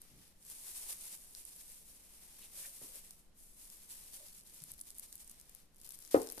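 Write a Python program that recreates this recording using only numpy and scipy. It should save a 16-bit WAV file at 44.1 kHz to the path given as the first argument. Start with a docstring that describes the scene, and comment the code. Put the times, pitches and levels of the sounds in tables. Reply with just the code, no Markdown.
"""A hand in a thin plastic glove gathers and sprinkles grated coconut, close to a phone in a quiet kitchen.
The film and the flakes rustle as dense tiny clicks that burst into noise, and single creases snap as short bursts.
Dishes nudge the table as blunt blows with a ring, and slide a little as stick and slip in one resonance.
Near the end a bowl is set down with a dull knock that rings the tray and the table top into the room.
The two microphone ports hear the sound slightly apart, over a low rumble and a thin hiss of room air."""
import sys
import numpy as np
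from scipy import signal
from scipy.fft import rfft, irfft
from scipy.io import wavfile
from scipy.ndimage import uniform_filter1d

SR = 44100
rng = np.random.default_rng(int(sys.argv[2]) if len(sys.argv) > 2 else 0)


def log_audio(samples):
    """Write samples as a 16-bit WAV file to the path given in sys.argv[1]."""
    # one column per channel
    frames = np.atleast_2d(samples).T
    # limit to full scale, then quantise
    limited = np.clip(frames, -1, 1)
    pcm = np.round(limited * 32767).astype(np.int16)
    wavfile.write(sys.argv[1], SR, pcm)


N = 282240  # samples, 6.4 s
TIME = np.arange(N) / SR  # s

# Where the hand is and what it holds, joined by straight lines.
# Each row: time in seconds, left minus right in dB, loose flakes against the fine crackle in dB.
HAND_PLACE = [(0, 2, -4.5), (.8, 1, -38), (1.4, 0, -6), (2.8, 1.5, -37), (4.3, 1.5, -2), (5.3, 0.5, -15),
              (5.8, 3.5, 0), (6.4, 2.5, -6.5)]
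# Bouts of handling, levels before the gains of the rustle.
# Each row: start in seconds, length in seconds, attack in seconds, crackle level in dB, rubbing level in dB.
HANDLING_BOUTS = [(0.017, 0.29, 0.067, -66.5, -73.5), (0.505, 0.61, 0.17, -51, -66.5),
                  (1.144, 0.78, .088, -58.5, -74), (2.112, 0.93, 0.38, -58.5, -69.5),
                  (2.564, 0.35, .051, -54.5, -75), (3.048, 0.12, 0.047, -64, -78),
                  (3.392, 0.37, 0.079, -61, -82), (3.616, 0.67, 0.12, -58.5, -71.5),
                  (4.462, 0.24, 0.034, -58, -70), (4.876, 0.4, 0.12, -62, -76),
                  (5.346, 0.25, 0.27, -65, -73.5), (5.845, 0.36, 0.16, -62.5, -73.5),
                  (6.111, 0.036, .005, -49, -59.5), (6.207, 0.11, 0.027, -57.5, -65.5)]
BOUT_RELEASE_DB_PER_S = 133
# Brief squeezes of the fingers, levels before the gains of the rustle.
# Each row: peak in seconds, length in seconds, crackle level in dB.
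FINGER_SQUEEZES = [(0.52, 0.029, -47), (0.672, 0.071, -51), (0.77, 0.04, -52), (0.807, 0.11, -49),
                   (0.911, 0.066, -42), (1.012, 0.035, -50.5), (1.065, 0.074, -49.5), (1.129, 0.061, -48),
                   (1.377, 0.072, -56), (1.475, .04, -60), (1.605, 0.058, -54.5), (1.96, 0.042, -57.5),
                   (2.464, 0.09, -57.5), (2.62, 0.16, -49), (2.971, 0.081, -49.5), (3.921, 0.06, -49),
                   (3.975, 0.18, -55), (4.148, 0.056, -51.5), (4.38, 0.099, -57.5), (5.035, 0.025, -53),
                   (5.21, 0.037, -52), (5.855, 0.028, -57), (5.944, 0.021, -53), (6.383, 0.058, -51)]
SQUEEZE_RUB_DB = -14.5  # rubbing against crackle in a squeeze
# A run of quick finger strokes, to and fro, each a small squeeze; the way back is lighter.
STROKES_START_S, STROKE_PERIOD_S, STROKE_LENGTH_S = 4.706, 0.086, 0.03
STROKE_DB, BACK_STROKE_DB = -56, -3  # the second is relative to the first
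# Colour of the crackling film. Each row: frequency in Hz, relative level in dB.
FILM_COLOUR = [(1200, -34.5), (2500, -15.5), (4000, -12), (6000, -6.5), (7500, -2), (9500, 2.5), (11500, 0),
               (14000, -6), (16000, -4)]
# Colour of the rubbing fingers. Each row: frequency in Hz, relative level in dB.
RUB_COLOUR = [(150, -11.5), (350, 2.5), (600, 2.5), (1000, 3), (1400, -1), (2100, 4.5), (3300, 3),
              (6000, 5.5), (12000, -41.5)]

# The loudest creases that snap, levels before the common gain of the snaps.
# Each row: start in seconds, level in dB, left minus right in dB, lower body against the bright tip in dB.
LOUD_SNAPS = [(0.0175, -47.5, -3, -11), (.279, -61, 0, -14), (.427, -54, -2, -8), (0.4506, -50, 4, -13),
              (0.4665, -51, 0, -14), (0.5, -43.5, 0, -7), (1.0105, -44.5, 0, -21), (1.35, -46.5, 7, 2),
              (1.452, -44, -1, -23.5), (1.5625, -48.5, -2, -20), (2.9568, -46, 6, -18),
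              (3.108, -46.5, 0, -8), (3.701, -52, 7, -4), (4.3918, -58, 1, -11), (4.5438, -50, -7, -11),
              (4.62, -48.5, 2, -4), (4.6383, -43.5, 4, -11), (4.7176, -41.5, -1, -20),
              (4.738, -47.5, 5, -9), (4.793, -52, 6, 2), (4.802, -49, 2, -16), (4.8118, -41, 3, -12),
              (4.8144, -43, -8, -16), (4.9044, -46, -1, -6), (4.951, -54, -1, -13), (4.9836, -42, -1, -28),
              (4.986, -49, -5, -18), (4.9963, -40, 7, -14), (5.127, -43.5, -2, -7.5),
              (5.1548, -42.5, 5, -16), (5.277, -50, -5, -12), (5.297, -47.5, -1, -8), (5.314, -48, 0, -12),
              (5.399, -50, 2, -8), (5.413, -51, 1, -11), (5.495, -49, 2, -12), (5.5494, -48.5, 5, -13),
              (5.815, -52.5, -4, -6), (5.8912, -46, 8, -15), (5.9065, -45, 6, -5), (5.9213, -47, 1, -6),
              (5.948, -52, 9, -15), (5.989, -48.5, 3, -9), (6.05, -51.5, 9, 2), (6.1125, -45.5, 8, -1),
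              (6.2178, -41.5, 9, -7), (6.2316, -45, 6, -21), (6.2722, -46, 10, 4), (6.289, -46, 3, 2),
              (6.3004, -40.5, 8, -2), (6.313, -47, 4, -11), (6.3221, -43.5, 14, -25), (6.3809, -45, 5, -1),
              (6.3946, -49, 9, -1)]
# Spells in which lesser creases snap at random, levels before the common gain of the snaps.
# Each row: start in seconds, length in seconds, snaps per second, mean level in dB, mean left minus right in dB.
CRINKLE_SPELLS = [(1.305, .5, 13, -60, 3), (3.598, .7, 19, -60, 2), (4.301, 1.0, 30.7, -57.5, -2),
                  (5.32, .3, 23, -72, 2), (5.738, .1, 78, -60.5, 6), (5.87, .53, 60, -57, 10)]
CRINKLE_SPREAD_DB, CRINKLE_BODY_DB = -1.5, -10  # random spread of level; mean body against tip
# Bright tip of a snap. Each row: frequency in Hz, relative level in dB.
CREASE_TIP_COLOUR = [(800, -42), (2500, -45), (4500, -24), (7500, 3), (10000, 10.5), (13000, 3),
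                     (16000, -5)]
# Lower body of a snap or of a flake's tick. Each row: frequency in Hz, relative level in dB.
CREASE_BODY_COLOUR = [(500, -25), (1500, -7), (2500, -13.5), (3600, -5), (4800, 1.5), (6500, 1.5),
                      (8500, 2), (14000, -21)]
# How fast the tick of a loose flake and the snap of a crease fall by 60 dB.
FLAKE_T60_S, SNAP_T60_S = .008, .005

# Dishes meeting the table, and the bowl bouncing as it settles.
# Each row: start in seconds, level in dB, contact pitch in Hz, contact time in seconds,
# crack against the blow in dB, gain of the ringing in dB.
DISH_KNOCKS = [(2.815, -53.5, 490, 0.00066, -7, -8.5), (2.816, -58, 130, .0042, -17, -21),
               (2.842, -57.5, 380, 0.00052, -8, -8), (4.612, -56, 144.5, 0.0054, -27, -32),
               (6.1444, -10.5, 476, 0.00093, -23, -13.5), (6.15, -26, 440, 0.00062, -17.5, -28),
               (6.1633, -29, 325, 0.0021, -13, -19), (6.2003, -40, 430, 0.0011, -22, -24),
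               (6.377, -49.5, 420, 0.00091, 1, -7)]
# Short crack of a knock. Each row: frequency in Hz, relative level in dB.
CRACK_COLOUR = [(100, 3.5), (400, 6.5), (800, 7.5), (1300, -1.5), (2000, -5), (2800, -14), (4500, -14),
                (10000, -31)]
# Modes of the tray and the table top.
# Each row: frequency in Hz, relative level in dB, 60 dB decay in seconds, left minus right in dB.
TRAY_MODES = [(82.5, -24, 0.3, -5), (114, -22.5, 0.19, -3), (259, -15, 0.34, -2), (302.5, 2, 0.12, 0),
              (366, -11, 0.24, -2), (394, -15, 0.3, 2), (428, -11, 0.29, -4), (456, -7.5, 0.31, -7),
              (488, -23, 0.41, -8), (531.5, 0.5, 0.11, 3), (570, -16, 0.26, -4), (618, -17, 0.18, -2),
              (693, -13, .15, 0), (773, -10, 0.16, -11), (836, -19, 0.25, 4), (1076, -18, 0.18, -8),
              (1000, -17, .14, 3), (1040, -20, 0.17, -3), (1203, -17, 0.15, 4), (1249, -10.5, 0.097, 5),
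              (1350, -14.5, .13, 0), (1445, -19, 0.13, 3), (1750, -21, .1, 2), (2070, -22, 0.15, -2)]
# Colour of the room's answer to a knock. Each row: frequency in Hz, relative level in dB.
ECHO_COLOUR = [(60, -18), (170, -4.5), (270, 3), (450, -10), (600, -7), (800, 1.5), (1200, 4.5), (2000, -3),
               (4000, -13), (10000, -13)]
# Dishes sliding a little; the first row is a faint low bump of the hand. # Each row: start in seconds, length
# in seconds, centre in Hz, width in Hz, level in dB.
SLIDES = [(0.076, 0.17, 129, 199, -65.5), (2.405, 0.074, 3230, 1400, -64), (2.49, 0.25, 564, 70, -74),
          (2.624, 0.057, 2110, 1100, -62), (2.816, 0.057, 330, 560, -65), (2.83, 0.19, 540, 90, -72),
          (4.163, 0.11, 590, 98, -68), (4.6, 0.2, 90, 110, -72)]

# Colour of the quiet room. Each row: frequency in Hz, relative level in dB.
AIR_COLOUR = [(20, 12), (35, 3.5), (60, 1.5), (100, -10), (185, -3.5), (260, -8.5), (600, -16),
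              (1200, -22.5), (3500, -26), (9500, -29.5), (15000, -39)]
# How much the two ports differ in diffuse sound. Each row: frequency in Hz, side against mid in dB.
PORT_WIDTH = [(100, -9.5), (300, -10), (600, -5.5), (1200, -2), (2400, -3), (4000, 1), (8000, -1.5)]
# The left port against the right one. Each row: frequency in Hz, left minus right in dB.
PORT_DIFFERENCE = [(100, 0), (2000, -0.1), (5000, -0.5), (7500, -2.5), (9200, -3.5), (10500, 0.5),
                   (12500, 7), (15000, 4.5)]
TOP_HZ = 14250  # upper limit of the phone


def rustle(film_gain_db=1.57, rub_gain_db=2.0, grip_db=1.4, flake_body_db=-8):
    """Film and flakes crackle finely; under it the fingers rub with a duller hiss."""
    film_db, rub_db = hand()
    side_db, loose_db = curves(HAND_PLACE)
    # the fingers catch and slip
    slip_db = grip_db * walk(28)
    # every grain faces the two ports differently
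    clicks = grains(rate=2400, spread_db=2.0) * pan(4 * rng.standard_normal(N))
    # a short burst and a longer wash from each click
    fine = unit(smear(clicks, t60=.005) + smear(clicks, t60=.1))
    # loose flakes tick more sparsely and with more body
    ticks = grains(rate=360, spread_db=2.8) * pan(4 * rng.standard_normal(N))
    loose = unit(smear(ticks, t60=FLAKE_T60_S))
    flake_body = unit(colour(loose, CREASE_BODY_COLOUR))
    flakes = unit(colour(loose, FILM_COLOUR)) + undb(flake_body_db) * flake_body
    film = unit(unit(colour(fine, FILM_COLOUR)) + undb(loose_db) * flakes)
    rub = unit(colour(diffuse(smear(clicks, t60=0.066)), RUB_COLOUR))
    sound = film * undb(film_db + film_gain_db) + rub * undb(rub_db + rub_gain_db)
    return sound * undb(slip_db) * pan(side_db)


def hand():
    """Crackle and rubbing levels in dB: bouts of handling with squeezes swelling on top, adding in power."""
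    film_power = rub_power = 1e-12
    for start, length, attack, film_db, rub_db in HANDLING_BOUTS:
        bout = held(start, length, attack, BOUT_RELEASE_DB_PER_S)
        film_power = film_power + (bout * undb(film_db)) ** 2
        rub_power = rub_power + (bout * undb(rub_db)) ** 2
    for peak, length, db in FINGER_SQUEEZES + strokes():
        swell = undb(db) * np.exp(-np.minimum((2 * (TIME - peak) / length) ** 2, 20))
        film_power = film_power + swell ** 2
        rub_power = rub_power + (swell * undb(SQUEEZE_RUB_DB)) ** 2
    return 10 * np.log10(film_power), 10 * np.log10(rub_power)


def strokes(count=8):
    """The run of finger strokes as rows of squeezes, every second one lighter."""
    return [(STROKES_START_S + k * STROKE_PERIOD_S, STROKE_LENGTH_S, STROKE_DB + k % 2 * BACK_STROKE_DB)
            for k in range(count)]


def snaps(level_db=20.5, room_db=-27, room_t60=0.18):
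    """A crease flips in a burst of a few milliseconds, with a faint wash; its bright tip has a lower body."""
    t = TIME[:SR // 10]
    envelope = fade(t, SNAP_T60_S) + undb(room_db) * fade(t, room_t60)
    tips, bodies = np.zeros((2, 2, N))
    for start, db, side_db, body_db in LOUD_SNAPS + crinkles():
        # one burst for the tip and one for the body, each at both ports with energy 1
        burst = rng.standard_normal((2, 2, len(t))) * envelope
        burst = burst / np.linalg.norm(burst, axis=2, keepdims=True)
        # tip and body share the energy of the snap
        tip, body = burst * undb(db + level_db) * pan(side_db) / np.hypot(1, undb(body_db))
        add(tips, start, tip)
        add(bodies, start, body * undb(body_db))
    # colouring leaves the overall level of each part alone
    bright = unit(colour(tips, CREASE_TIP_COLOUR)) * np.std(tips)
    low = unit(colour(bodies, CREASE_BODY_COLOUR)) * np.std(bodies)
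    return bright + low


def crinkles():
    """Lesser snaps scattered through each spell, as rows like the loud ones."""
    rows = []
    for start, length, rate, db, side_db in CRINKLE_SPELLS:
        chance = rng.standard_normal((64, 3))
        # one random moment in each slot of 1 / rate
        moments = (np.arange(len(chance)) + rng.random(len(chance))) / rate
        for s, (a, b, c) in zip(moments, chance):
            if s < length and start + s < TIME[-1]:
                level_db = db + CRINKLE_SPREAD_DB * a
                rows.append((start + s, level_db, side_db + 4 * b, CRINKLE_BODY_DB + 5 * c))
    return rows


def knocks(echo_db=-11.0, echo_t60=0.39, crack_t60=0.058, left_db=3, edge_db=6):
    """A blunt contact and a short crack, then the ringing tray and the room."""
    out, t = np.zeros((2, N)), TIME[:SR // 2]
    # the wave reaches the left port 0.3 ms before the right one
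    age = np.maximum(t - np.array([[0], [.0003]]), 0)
    for start, db, hz, contact, crack_db, ring_db in DISH_KNOCKS:
        # the push peaks at twice the contact time
        push = (age / (2 * contact)) ** 2 * np.exp(2 - age / contact)
        blow = -np.sin(2 * np.pi * hz * age) * push
        grit = unit(colour(diffuse(rng.standard_normal((2, len(t)))), CRACK_COLOUR))
        # the hard rim lands first, as one sharp edge
        edge = -np.sin(2 * np.pi * 2100 * age) * fade(age, 0.002)
        crack = grit * fade(t, crack_t60) + undb(edge_db) * edge
        strike = blow + undb(crack_db) * crack
        # the room answers with decaying noise that builds up over 7 ms
        walls = diffuse(rng.standard_normal((2, len(t)))) * fade(t, echo_t60) * np.minimum(t / 0.0069, 1)
        echo = signal.fftconvolve(strike, colour(walls, ECHO_COLOUR), axes=1)[:, :len(t)]
        echo = unit(echo) * np.std(strike) * undb(echo_db)
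        ring = undb(ring_db) * tray(age, hz, contact)
        add(out, start, undb(db) * (strike + ring + echo))
    return out * pan(left_db)


def tray(age, blow_hz, contact, build_up=0.0034):
    """The tray's modes swell in step with the blow that drives them, then ring out; each has its own balance."""
    ring = 0
    for hz, db, t60, side_db in TRAY_MODES:
        # phase lag set by the mode's distance from the pitch of the blow
        lag = 3 * np.arctan(2 * np.pi * (hz - blow_hz) * contact)
        mode = np.sin(2 * np.pi * hz * age - lag) * fade(age, t60)
        ring = ring - undb(db) * pan(side_db) * mode
    return ring * (1 - np.exp(-(age / build_up) ** 2))


def slides(grain_t60=0.01):
    """Short bouts of stick and slip, each heard through one resonance."""
    out = np.zeros((2, N))
    # the same catches in three unrelated noises: one shared by both ports, one for each
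    catches = smear(grains(rate=1000, spread_db=1.5) * np.ones((3, 1)), grain_t60)
    friction = catches[:1] + .5 * catches[1:]
    for start, length, hz, width, db in SLIDES:
        first, count = int(start * SR), int(length * SR)
        band = [max(hz - width / 2, 30), hz + width / 2]
        body = signal.butter(2, band, "bandpass", fs=SR, output="sos")
        scrape = signal.sosfilt(body, friction[:, first:first + count])
        swell = np.sin(np.linspace(0, np.pi, count))
        add(out, start, unit(scrape) * swell * undb(db))
    return out


def air(level_db=-65):
    """Quiet room: a low rumble under a thin hiss, as coloured noise."""
    return undb(level_db) * unit(colour(diffuse(rng.standard_normal((2, N))), AIR_COLOUR))


def undb(db):
    """Decibels to gain."""
    return 10 ** (np.asarray(db) / 20)


def unit(x):
    """Scale to rms 1."""
    return x / np.sqrt(np.mean(x ** 2))


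def pan(db):
    """Left and right gains for a level difference."""
    return undb(np.array([[.5], [-.5]]) * db)


def colour(x, points):
    """Causal minimum-phase filter whose gain follows (Hz, dB) points."""
    size = 4096
    hz, db = np.transpose(points)
    grid = np.maximum(np.fft.rfftfreq(size, 1 / SR), 1)
    gain = undb(np.interp(np.log(grid), np.log(hz), db))
    # folding the cepstrum onto positive times makes the response causal
    cepstrum = irfft(np.log(gain))
    cepstrum[1:size // 2] *= 2
    cepstrum[size // 2 + 1:] = 0
    response = irfft(np.exp(rfft(cepstrum)))
    return signal.fftconvolve(x, response[None], axes=1)[:, :x.shape[1]]


def fade(t, t60):
    """Exponential decay, 60 dB down after t60."""
    return np.exp(-np.log(1000) * t / t60)


def held(start, length, attack, release_db_per_s):
    """Envelope that is full at the start, holds for a length and dies away; the attack comes before."""
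    rise = np.clip(1 + (TIME - start) / attack, 0, 1) ** 2
    return rise * undb(-release_db_per_s * np.maximum(TIME - start - length, 0))


def walk(rate):
    """Smooth random wander with rms 1 or close to it, from a number of new values per second."""
    k = max(int(SR / rate), 2)
    steps = np.repeat(rng.standard_normal(N // k + 1), k)
    return unit(uniform_filter1d(steps, k))[:N]


def curves(table):
    """The columns of a table of (s, value, ..) rows, one value per sample."""
    s, *columns = np.transpose(table)
    return [np.interp(TIME, s, column) for column in columns]


def grains(rate, spread_db):
    """Tiny impulses of uneven size at random moments, so many per second on average."""
    size_db = spread_db * np.minimum(rng.exponential(size=N), 4)
    return (rng.random(N) < rate / SR) * undb(size_db)


def smear(clicks, t60):
    """Each click scatters into a fresh burst of noise that dies away."""
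    keep = fade(2 / SR, t60)  # energy kept per sample
    energy = signal.lfilter([1 - keep], [1, -keep], clicks ** 2 + 1e-20)
    return np.sqrt(energy) * rng.standard_normal(clicks.shape)


def diffuse(pair):
    """Two unrelated signals as one diffuse sound: more alike at the ports in the bass than in the treble."""
    mid, side = pair[:1], colour(pair[1:], PORT_WIDTH)
    return mid + side * np.array([[1], [-1]])


def add(out, start, sound):
    """Mix a sound in at a time in seconds."""
    i = int(start * SR)
    out[:, i:i + sound.shape[1]] += sound[:, :N - i]


def scene():
    """Hand, dishes and room together."""
    return rustle() + snaps() + knocks() + slides() + air()


def record(dry):
    """The two ports differ, mostly in the treble, and the phone cuts the top."""
    left = colour(dry[:1], [(hz, db / 2) for hz, db in PORT_DIFFERENCE])
    right = colour(dry[1:], [(hz, -db / 2) for hz, db in PORT_DIFFERENCE])
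    low_pass = signal.ellip(10, .2, 70, TOP_HZ, fs=SR, output="sos")
    return signal.sosfilt(low_pass, np.vstack([left, right]))


dry = scene()
out = record(dry)
log_audio(out)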